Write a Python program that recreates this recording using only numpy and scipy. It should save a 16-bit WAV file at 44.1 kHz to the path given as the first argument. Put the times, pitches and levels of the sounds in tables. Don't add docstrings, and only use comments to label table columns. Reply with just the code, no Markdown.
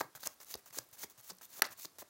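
import sys
import numpy as np
from scipy import signal
from scipy.fft import rfft, irfft
from scipy.io import wavfile
from scipy.ndimage import uniform_filter1d, minimum_filter1d

SR = 44100
rng = np.random.default_rng(int(sys.argv[2]) if len(sys.argv) > 2 else 0)


def generate_wav(sig):
    pcm = np.round(np.clip(np.atleast_2d(sig).T, -1, 1) * 32767).astype(np.int16)
    wavfile.write(sys.argv[1], SR, pcm)


def ratio_of_db(decibels):
    return 10 ** (np.asarray(decibels, float) / 20)


N = 92477

# pitch_hz, level_db
HUSH_SPECTRUM = [(18, -41), (30, -12.5), (962, -12), (1320, -13.5), (2680, -20), (4300, -17), (16000, -21)]
# pitch_hz, level_db
MICROPHONE = [(60, -14), (330, -0.5), (2000, 5), (3000, -3.5), (4500, 2), (6500, -0.5), (8800, -3.5),
              (12500, 2), (15500, -2)]
# pitch_hz, level_db
SIDE_SPECTRUM = [(60, -31), (250, -27), (600, -33), (1300, -29), (4000, -34), (9000, -23.5)]
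# start_s, peak_db, pitch_hz, t60_s
TABLE_THUDS = [(0.044, -49, 131, 0.14), (0.148, -48, 124, 0.1), (0.27, -49, 70, .12), (.55, -36.5, 62, 0.1),
               (.70, -55, 133, 0.15), (.785, -45.5, 122, 0.14), (0.924, -51.5, 85, 0.092),
               (1.041, -51, 80, 0.11), (1.181, -48.5, 118, 0.085), (1.32, -50.5, 189, 0.14),
               (1.699, -51, 100, .12), (1.845, -53, 75, .1), (1.992, -53, 86, 0.17)]
# start_s, peak_db, pitch_hz
DECK_KNOCKS = [(.0079, -25, 1315), (.011, -19.5, 906), (0.0169, -36, 670), (0.025, -40.5, 700),
               (.152, -42.5, 1480), (0.175, -46, 1380), (.232, -41.5, 1230), (0.236, -38.5, 1550),
               (0.269, -36, 676), (.277, -39, 1000), (0.404, -49, 1020), (0.541, -42, 960),
               (0.5513, -37, 449), (.554, -39.5, 635), (.663, -50, 1300), (.707, -48.5, 2010),
               (.746, -47.5, 1520), (0.772, -41.5, 430), (.786, -35, 530), (.788, -37, 1580),
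               (1.032, -40, 1420), (1.037, -34, 2140), (1.043, -40, 381), (1.299, -44, 1220),
               (1.3044, -41.5, 1220), (1.3055, -47, 736), (1.309, -43.5, 840), (1.317, -46, 454),
               (1.412, -47, 1390), (1.595, -40.5, 650), (1.629, -33, 1370), (1.632, -20.5, 1430),
               (1.64, -46.5, 2020), (1.648, -35, 1940), (1.652, -29, 1675), (1.657, -38, 1280),
               (1.665, -39, 920), (1.671, -60, 1090), (1.706, -45, 1500), (1.733, -53, 990),
               (1.849, -40, 1085), (1.852, -46, 1910), (1.855, -43.5, 318), (1.985, -47.5, 800),
               (2.021, -40, 900), (2.026, -39.5, 583)]
# start_s, peak_db, colour_hz
EDGE_TICKS = [(.029, -41, 14500), (0.196, -54, 3000), (.839, -53, 12000), (.845, -55, 13100),
              (.96, -58, 13500), (1.692, -53, 12000), (1.695, -51, 13000), (.075, -56, 14500),
              (.1381, -67, 13300), (.187, -62, 13500), (.2079, -46, 9000), (.387, -62, 13000),
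              (.5736, -48, 15300), (.9951, -38, 14500), (1.278, -50, 15400), (1.5045, -41, 15500),
              (1.7913, -42, 15500), (0.343, -49, 14500), (0.4029, -46, 5500), (0.609, -53.5, 15400),
              (0.87, -53, 15100), (0.8889, -45, 15200), (0.9133, -49, 14300), (1.0986, -43, 14700),
              (1.1697, -57, 15400), (1.2104, -41.5, 14700), (1.334, -48, 14900), (1.35, -47.5, 15400),
              (1.3688, -48, 14700), (1.419, -48, 14700), (1.4624, -44.5, 15400), (1.7655, -56, 4380)]
# pitch_hz, level_db (per Hz)
RUB_SPECTRUM = [(1180, -43), (2000, -12.5), (4450, -4.5), (5210, -6.5), (6360, 0), (8550, -7),
                (16000, -0.5)]
# pitch_hz, level_db (per Hz)
SCRAPE_SPECTRUM = [(50, -27), (130, -10.5), (400, -8.5), (1000, -3.5), (2000, -6), (3000, -19)]
# start_s, end_s, start_db, end_db, dull_part_db
PACKET_LIFTS = [(.151, .178, -51, -55, 0), (.401, .436, -57, -57, 0), (.659, .69, -57, -61, 0),
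                (.928, .956, -57, -58, 0), (1.099, 1.125, -58, -66, -5), (1.177, 1.203, -60, -56, 0),
                (1.412, 1.422, -53, -54, 0), (1.428, 1.455, -55, -54, -3), (1.704, 1.714, -60, -52, 3),
                (1.714, 1.738, -52, -57, 2), (1.985, 2.027, -49, -57, 1), (.727, .778, -54, -47, -3),
                (.576, .598, -59, -62, 0), (1.645, 1.672, -57, -58, 12), (.29, .34, -64, -64, 0)]
# start_s, end_s, start_db, end_db, dull_part_db
PACKET_DROPS = [(-.02, .013, -49.5, -42.5, -5), (.205, .25, -54.5, -48.5, -7.5),
                (.248, .263, -53, -56, -18), (.262, .2712, -41, -43.5, 1), (.465, .51, -59, -52, -4.5),
                (.508, .538, -49, -53, -3), (.777, .787, -47, -40, -2), (.972, .998, -61, -51, -2),
                (.997, 1.043, -51, -44, -5), (1.232, 1.3, -62, -48, -7.5), (1.49, 1.54, -66, -52.5, -1.5),
                (1.54, 1.595, -56.5, -46, -2), (1.772, 1.8, -63, -49, -3.5), (1.8, 1.847, -54.5, -45, -16)]
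# start_s, peak_db,
# colour_hz, length_s
FACE_SLAPS = [(.007, -32, 6450, 0.0022), (.011, -28, 6350, 0.0027), (.2317, -31.5, 5000, 0.00098),
              (.2367, -35, 4500, 0.0021), (.2716, -19, 7560, 0.0015), (.2762, -40, 9000, 0.00091),
              (.430, -41.5, 9000, 0.0031), (.446, -38, 13000, 0.0015), (.509, -36.5, 12900, 0.003),
              (.5397, -22, 4500, 0.0023), (.5432, -36.5, 4500, 0.0044), (.5535, -33, 7400, 0.002),
              (.659, -44, 11000, 0.00077), (.662, -40.5, 6070, 0.00031), (.7025, -48, 11000, 0.0036),
              (.707, -47, 5950, 0.0025), (.7855, -23, 7500, 0.0035), (1.033, -33.5, 4630, 0.0059),
              (1.040, -34, 5560, 0.0015), (1.299, -33.5, 6700, 0.011), (1.318, -43.5, 5550, 0.0039),
              (1.384, -44.5, 7500, 0.0033), (1.4536, -40, 13100, 0.0011), (1.592, -48, 8800, 0.0018),
              (1.6238, -32, 12000, 0.0024), (1.630, -49, 12750, .002), (1.6395, -44, 13000, 0.0011),
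              (1.649, -28, 6000, 0.0016), (1.6528, -26, 5500, 0.0014), (1.6648, -38, 9000, .0015),
              (1.8485, -33, 5550, 0.0073), (1.8545, -26, 7000, 0.00085), (1.9842, -42.5, 9300, 0.003)]
# pitch_hz, level_db, t60_s
SNAP_MODES = [(400, -10, 0.04), (891, -6.5, 0.039), (1363, 2, 0.018), (1743, -3, 0.016), (2063, -0.5, 0.01),
              (2490, -5, 0.0085), (3020, 0, 0.011), (4500, 5, 0.0094), (5740, 5.5, 0.012),
              (6870, 3, 0.0086), (10600, 5.5, .006), (12150, 0.5, 0.0059), (13800, 4.5, 0.0055)]

TICK_S = 0.00063
SNAP_S = 1.62087


def colour(x, points):
    hz, db = np.array(points, float).T
    bins_hz = np.maximum(np.fft.rfftfreq(2048, 1 / SR), 1)
    log_gain = np.interp(np.log(bins_hz), np.log(hz), db) * np.log(10) / 20
    cepstrum = irfft(log_gain)
    cepstrum[1:1024] *= 2
    cepstrum[1025:] = 0
    return signal.fftconvolve(x, irfft(np.exp(rfft(cepstrum))))[:N]


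def butter(x, order, hz, kind):
    return signal.sosfilt(signal.butter(order, hz, kind, fs=SR, output="sos"), x)


def unit(x):
    return x / np.sqrt(np.mean(x ** 2))


def add(track, s, piece):
    i = max(int(s * SR), 0)
    track[i:i + len(piece)] += piece[:N - i]


def flicker(rate_hz, depth_db):
    k = int(SR / rate_hz)
    drift = uniform_filter1d(uniform_filter1d(rng.standard_normal(N), k), k)
    return ratio_of_db(depth_db * unit(drift))


def bursts(rows, width, broad):
    out, t = np.zeros(N), np.arange(800) / SR
    for s, db, hz, length in rows:
        attack = np.minimum(t / min(.29 * length, .0009), 1)
        noise = rng.standard_normal(800) * attack * np.exp(-(t / length) ** 2)
        peak = signal.iirpeak(min(hz, .4 * SR), 1 / width, fs=SR)
        coloured = signal.lfilter(*peak, signal.lfilter(*peak, noise))
        puff = coloured + broad * np.diff(noise, prepend=0)
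        add(out, s, ratio_of_db(db) * puff / np.abs(puff).max())
    return out


def hush():
    level_db = -68
    return unit(colour(rng.standard_normal(N), HUSH_SPECTRUM)) * ratio_of_db(level_db) * flicker(5.6, 0.11)


def room(x):
    split_hz, build_up_s = 3900, 0.0039
    t = np.arange(SR // 2) / SR
    tail = 0
    for kind, t60, wet_db in [("low", 0.19, -18.5), ("high", 0.18, -49)]:
        part = butter(rng.standard_normal(len(t)), 2, split_hz, kind)
        part = part * ratio_of_db(-60 * t / t60) * np.minimum(t / build_up_s, 1)
        spectrum = rfft(part)
        power = np.abs(spectrum) ** 2
        even = spectrum * np.sqrt(uniform_filter1d(power, size=400) / uniform_filter1d(power, size=30))
        part = irfft(even) * (t < t60)
        tail = tail + ratio_of_db(wet_db) * part / np.sqrt(np.sum(part ** 2))
    return signal.fftconvolve(x, tail)[:N]


def table_thuds():
    attack_s = 0.0072
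    out, t = np.zeros(N), np.arange(SR // 5) / SR
    for s, db, hz, t60 in TABLE_THUDS:
        boom = ratio_of_db(db - 60 * t / t60) * np.sin(2 * np.pi * hz * t)
        add(out, s, boom * np.minimum(t / attack_s, 1))
    return out


def crackle():
    per_s, floor_db = 45, -62
    draws = rng.random((int(per_s * N / SR), 3))
    rows = [(a * N / SR, floor_db + 5.2 * b, 6000 + 9000 * c, TICK_S) for a, b, c in draws]
    return bursts(rows, .7, .03)


def edge_ticks():
    return bursts([(*row, TICK_S) for row in EDGE_TICKS], 0.33, 0.047)


def deck_knocks():
    cycles = 6.4
    out, t = np.zeros(N), np.arange(3000) / SR
    for s, db, hz in DECK_KNOCKS:
        r = rng.standard_normal(2)
        modes = [(1, 1), (0.578 + 0.095 * r[0], .4), (1.796 + 0.11 * r[1], .6), (.18, .06)]
        ring = sum(g * np.sin(2 * np.pi * hz * k * t) * ratio_of_db(-60 * t * hz * k / cycles) for k, g in modes)
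        ring *= 1 - np.exp(-t * hz * 4)
        add(out, s, -ratio_of_db(db) * ring / np.abs(ring).max())
    return out


def slides(rows, attack_s):
    release_s, rustle_db, rustle_s = .0032, -14, .028
    t, bright, dull = np.arange(N) / SR, np.zeros(N), np.zeros(N)
    for s, end, start_db, end_db, dull_db in rows:
        after = np.maximum(t - end, 0)
        settle = np.maximum(np.exp(-after / release_s), ratio_of_db(rustle_db) * np.exp(-after / rustle_s))
        onset = np.exp(-(np.maximum(s - t, 0) / attack_s) ** 2)
        env = ratio_of_db(np.interp(t, [s, end], [start_db, end_db])) * onset * settle
        bright = np.maximum(bright, env)
        dull = np.maximum(dull, env * ratio_of_db(dull_db))
    grains = rng.standard_normal(N) * ratio_of_db(1.45 * rng.standard_exponential(N))
    grit = grains * flicker(260, 1.42) * flicker(60, 1.3)
    scrape = rng.standard_normal(N) * flicker(173, 2.5)
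    rub = colour(bright * unit(grit), RUB_SPECTRUM) * ratio_of_db(5)
    return rub + colour(dull * unit(scrape), SCRAPE_SPECTRUM) * ratio_of_db(6.5)


def face_slaps():
    return butter(bursts(FACE_SLAPS, 0.99, 0.34), 2, 2700, "high")


def snap():
    ring_db, crack_db, crack_cut_hz = 1, 9, 1300
    flex_db, flex_s = -13, .0006
    rattle_db, rattle_t60_s = -32.5, 0.14
    out, t = np.zeros(N), np.arange(4000) / SR
    ring = sum(ratio_of_db(db - 60 * t / t60) * np.sin(2 * np.pi * hz * t) * (1 - np.exp(-t * hz * 8.5))
               for hz, db, t60 in SNAP_MODES)
    click = np.exp(-t / .00004) - .13 * np.exp(-t / .0003)
    spray = rng.standard_normal(len(t)) * (.25 * np.exp(-t / .0005) + .03 * np.exp(-t / .003))
    crack = butter(click + spray, 2, crack_cut_hz, "high")
    add(out, SNAP_S, ratio_of_db(ring_db) * ring / np.abs(ring).max() + ratio_of_db(crack_db) * crack)

    t = np.arange(SR // 5) / SR
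    rattle = unit(butter(rng.standard_normal(len(t)), 1, [600, 5000], "band"))
    rattle = rattle * ratio_of_db(rattle_db - 60 * t / rattle_t60_s) * flicker(240, 5.0)[:len(t)]
    add(out, SNAP_S, rattle)

    t = np.arange(N) / SR
    flex = np.sin(2 * np.pi * SNAP_MODES[3][0] * t) * np.exp(-np.abs(t - SNAP_S) / flex_s)
    return out + ratio_of_db(flex_db) * flex


def scene():
    hits = face_slaps() + edge_ticks() + deck_knocks() + table_thuds() + crackle()
    lifts = slides(PACKET_LIFTS, 0.00036)
    drops = slides(PACKET_DROPS, 0.0079)
    cards = lifts + drops + colour(hits, MICROPHONE)
    jump = colour(snap(), MICROPHONE)
    tail = room(cards + .17 * jump)
    cards = cards + jump
    mid = cards + tail + hush()
    skew = rng.standard_normal(900) * np.exp(-np.arange(900) / 128) / 8
    side = colour(np.convolve(cards, skew), SIDE_SPECTRUM) + ratio_of_db(-17) * hush()
    return np.array([mid + side, mid - side])


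def low_pass(x):
    return signal.sosfilt(signal.butter(12, 17150, fs=SR, output="sos"), x)


def record(dry):
    ceiling_db, ratio, lookahead_s, recovery_db_s = -4, 20, .0105, 260
    dry = butter(dry, 2, 50, "high")
    dry = signal.sosfilt(signal.ellip(8, .3, 45, 15900, fs=SR, output="sos"), dry)
    k = int(lookahead_s * SR)
    over = np.maximum(np.abs(dry).max(axis=0) / ratio_of_db(ceiling_db), 1)
    wanted_db = 20 * np.log10(over ** (1 / ratio - 1))
    ahead_db = minimum_filter1d(wanted_db, k, origin=-(k // 2))
    ramp_db = recovery_db_s * np.arange(N) / SR
    gain_db = np.minimum.accumulate(ahead_db - ramp_db) + ramp_db
    gain = uniform_filter1d(ratio_of_db(gain_db), k // 5)
    return low_pass(dry * gain)


dry = scene()
out = record(dry)
generate_wav(out)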